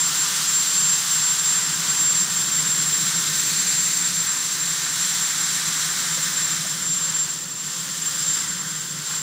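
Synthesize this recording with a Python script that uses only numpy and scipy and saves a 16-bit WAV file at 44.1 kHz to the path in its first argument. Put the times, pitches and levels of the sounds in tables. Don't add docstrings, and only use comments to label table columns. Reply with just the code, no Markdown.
import sys
import numpy as np
from scipy import signal
from scipy.fft import rfft, irfft, next_fast_len
from scipy.io import wavfile

SR = 44100
rng = np.random.default_rng(int(sys.argv[2]) if len(sys.argv) > 2 else 0)


def unload_audio(sound):
    columns = np.transpose(np.atleast_2d(sound))
    steps = np.round(np.clip(columns, -1, 1) * 32767)
    wavfile.write(sys.argv[1], SR, steps.astype(np.int16))


N = 406586

# t/s, relative rush level/dB, relative hiss level/dB
TRANSMISSION = [(0.0, -34.5, -26.5), (0.51, -32.5, -25.5), (0.56, -36, -27), (1.18, -34.5, -27),
                (2.18, -35, -28.5), (3.57, -34.5, -26.5), (4.44, -36.5, -29), (5.52, -33.5, -27),
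                (6.52, -34, -29), (6.93, -41.5, -31.5), (7.16, -36.5, -31), (7.55, -45, -37.5),
                (7.7, -40.5, -33.5), (8.4, -36.5, -29.5), (8.52, -39, -33.5), (8.96, -41, -35.5),
                (9.17, -37, -30.5), (9.22, -40, -34)]
# f/Hz, relative density/dB
RUSH_SPECTRUM = [(350, -33), (620, -16.5), (800, -8), (1000, -3.5), (1250, -2), (1650, -4), (2000, -3),
                 (2500, -7.5), (3300, -8), (5000, -47)]
# f/Hz, width/Hz, added peak re the plain rush/dB
DUCT_MODES = [(737, 19, -2), (982, 33, -6.5), (1185, 72, -3), (1353, 32, 0), (1540, 176, 0.5),
              (1804, 65, 0), (2075, 67, -10)]
# t/s, relative level/dB
RUMBLE_LEVEL = [(0, -40.5), (0.8, -40), (1.2, -42.5), (1.8, -37.5), (3, -37.5), (4.3, -41.5), (5.3, -42),
                (7, -40), (7.5, -41.5), (9.22, -40.5)]
# f/Hz, relative density/dB
RUMBLE_SPECTRUM = [(20, -44), (42, -45), (80, -21), (108, -17.5), (135, -6.5), (157, 3), (186, -1),
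                   (222, -14.5), (260, -13), (350, -15.5), (460, -19), (540, -18.5), (660, -26.5),
                   (1200, -27)]
# f/Hz, relative density/dB
HISS_SPECTRUM = [(1500, -25.5), (2500, -8.5), (3200, -3), (4000, -0.9), (5000, -1), (6200, 1.5),
                 (7200, -0.4), (8300, -1.5), (9300, -7), (10500, -10.5), (12300, -14), (13800, -14.5),
                 (14600, -27), (15700, -24)]
# t/s, lag/ms, strength (0-1)
REFLECTION = [(0, .76, 0.02), (1, 0.61, 0.05), (2.9, 0.56, 0.07), (3.7, .46, 0.4), (4.4, 0.5, 0.2),
              (5.4, 0.523, 0.24), (6.6, 0.54, 0.26), (7.4, 0.63, 0), (8.4, .59, 0.28), (9.22, .62, 0.1)]
# t/s, first f/Hz, second f/Hz
BLADE_PASSING = [(0, 7387, 7208), (1.5, 7397, 7209), (3, 7393, 7207), (5.2, 7383, 7206), (5.9, 7374, 7205),
                 (7.3, 7375, 7196), (8.1, 7383, 7197), (9.2, 7384, 7202)]
# t/s, relative level/dB
WHINE_LEVEL = [(0.0, -20.5), (0.16, -37), (0.22, -18), (0.32, -36), (0.56, -22), (0.66, -28.0),
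               (0.94, -20.5), (1.06, -36), (1.12, -25.5), (1.6, -25), (1.82, -31.5), (2.08, -18),
               (2.3, -29.5), (2.76, -24), (3.54, -30.5), (3.86, -25), (4.86, -32.5), (5.0, -28),
               (6.08, -34.5), (6.42, -26), (6.64, -34.5), (7.16, -23.5), (7.46, -38), (8.36, -25.5),
               (8.54, -34), (9.21, -31)]
# t/s, level/dB
HUM_LEVEL = [(0, -69), (4.5, -65), (6, -61), (7, -60), (9.22, -62.5)]
# f/Hz, level re the hiss curve/dB, spread/Hz
GEAR_TONES = [(311, -36, 3), (1060, -30, 2), (1478, -31, 3), (1799, -27.5, 3), (3446, -25, 6),
              (3965, -23, 30), (7654, -21.5, 7), (8868, -16.5, 14)]
# t/s, peak level/dB, ring f/Hz
KNOCK_EVENTS = [(6.173, -39, 555), (6.644, -38.5, 647)]
# multiple of the ring frequency, relative level/dB
RING_MODES = [(.92, -3), (1, 0), (1.15, -5)]


def undb(db):
    return 10 ** (np.asarray(db) / 20)


def unit(x):
    return x / np.sqrt(np.mean(np.abs(x) ** 2))


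def curves(table):
    times, *columns = np.transpose(table)
    return [np.interp(np.arange(N) / SR, times, column) for column in columns]


def noise(gain_at):
    size = next_fast_len(N)
    f = np.arange(size // 2 + 1) * SR / size
    spectrum = rfft(rng.standard_normal(size)) * gain_at(f)
    return unit(irfft(spectrum, size)[:N])


def colour(outline, f):
    hz, db = np.transpose(outline)
    return undb(np.interp(np.log(f + 1), np.log(hz), db))


def wander(rate_hz):
    return noise(lambda f: 1 / (1 + (f / rate_hz) ** 2))


def scatter(rate_hz):
    return unit(wander(rate_hz) + 1j * wander(rate_hz))


def flutter(share, rate_hz):
    paths = np.sqrt(1 - share) + np.sqrt(share) * scatter(rate_hz)
    return unit(paths / np.sqrt(1 + np.abs(paths) ** 2 / 2))


def tone(hz, amplitude):
    cycles = np.cumsum(hz * np.ones(N)) / SR
    return np.sqrt(2) * np.real(amplitude * np.exp(2j * np.pi * cycles))


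def exhaust_rush(rush_db):
    def gain_at(f):
        lift = sum(undb(db) / (1 + (2 * (f - hz) / width) ** 2) for hz, width, db in DUCT_MODES)
        return colour(RUSH_SPECTRUM, f) * (1 + lift)
    return noise(gain_at) * undb(rush_db + 0.4 + 0.61 * wander(rate_hz=5.9))


def combustion_rumble(throb_hz=10.3):
    (level_db,) = curves(RUMBLE_LEVEL)
    rumble = noise(lambda f: colour(RUMBLE_SPECTRUM, f))
    pipe = signal.sosfiltfilt(signal.butter(3, [110, 225], "band", fs=SR, output="sos"), rumble)
    throb_db = tone(throb_hz + 2.5 * wander(rate_hz=2.86), amplitude=0.91)
    return pipe * undb(level_db + throb_db - 0.3) + (rumble - pipe) * undb(level_db + 1.66)


def intake_hiss(hiss_db):
    hiss = noise(lambda f: colour(HISS_SPECTRUM, f))
    top = signal.sosfiltfilt(signal.butter(2, 9500, "high", fs=SR, output="sos"), hiss)
    top_db = 0.36 * (hiss_db - hiss_db.mean()) + 0.49 * wander(rate_hz=13)
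    hiss = hiss + top * (undb(top_db) - 1)
    return hiss * undb(hiss_db + 2.0 + 0.55 * wander(rate_hz=8.3))


def ground_reflection(direct, cutoff_hz):
    lag_ms, strength = curves(REFLECTION)
    dull = signal.sosfiltfilt(signal.butter(1, cutoff_hz, fs=SR, output="sos"), direct)
    samples = np.arange(N)
    return direct + strength * np.interp(samples - lag_ms * SR / 1000, samples, dull)


def compressor_whine(hiss_db, ceiling_db=-18.5):
    first_hz, second_hz = curves(BLADE_PASSING)
    first_hz = first_hz + 3 * wander(rate_hz=6.1)
    (whine_db,) = curves(WHINE_LEVEL)
    (rising_share,) = curves([(0, 0.06), (6.6, 0.63)])
    large_eddies = np.abs(flutter(share=0.34, rate_hz=16))
    small_eddies = flutter(rising_share, rate_hz=38)
    carried = undb(whine_db + 3) * large_eddies * small_eddies
    limited = carried / (1 + np.abs(carried / undb(ceiling_db)) ** 4) ** 0.25
    first = tone(first_hz, limited)
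    rough_skirt = tone(first_hz + 25, scatter(rate_hz=30)) * undb(hiss_db - 10)
    second = tone(second_hz, flutter(share=0.19, rate_hz=26))
    second *= undb(hiss_db - 11 + 2.8 * wander(rate_hz=6.6))
    first_octave = tone(2 * first_hz, flutter(share=0.9, rate_hz=30))
    first_octave *= undb(hiss_db - 18 + 2.0 * wander(rate_hz=5))
    second_octave = tone(2 * second_hz, scatter(rate_hz=12)) * undb(hiss_db - 32)
    return first + rough_skirt + second + first_octave + second_octave


def gears(hiss_db, hum_hz=530):
    (hum_db,) = curves(HUM_LEVEL)
    tones = tone(hum_hz, scatter(rate_hz=5.5)) * undb(hum_db)
    for hz, db, spread_hz in GEAR_TONES:
        carried_db = hiss_db.mean() + min(hz / 2000, 1) * (hiss_db - hiss_db.mean())
        tones += tone(hz, scatter(spread_hz)) * undb(db + carried_db)
    return tones


def knocks(t60_s, rise_s):
    blows, t = np.zeros(N), np.arange(N) / SR
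    for onset_s, peak_db, hz in KNOCK_EVENTS:
        age = np.maximum(t - onset_s, 0)
        ring = sum(undb(db) * np.sin(2 * np.pi * hz * ratio * age) for ratio, db in RING_MODES)
        ring *= (1 - np.exp(-age / rise_s)) * np.exp(-np.log(1000) * age / t60_s)
        blows += undb(peak_db) * ring / np.abs(ring).max()
    return blows


def scene():
    rush_db, hiss_db = curves(TRANSMISSION)
    roar = exhaust_rush(rush_db) + combustion_rumble() + intake_hiss(hiss_db)
    roar = ground_reflection(roar, cutoff_hz=4900)
    mono = roar + compressor_whine(hiss_db) + gears(hiss_db) + knocks(t60_s=0.062, rise_s=0.012)
    return np.array([mono, mono])


def record(dry):
    return signal.sosfilt(signal.ellip(12, 0.1, 80, 15720, fs=SR, output="sos"), dry)


dry = scene()
out = record(dry)
unload_audio(out)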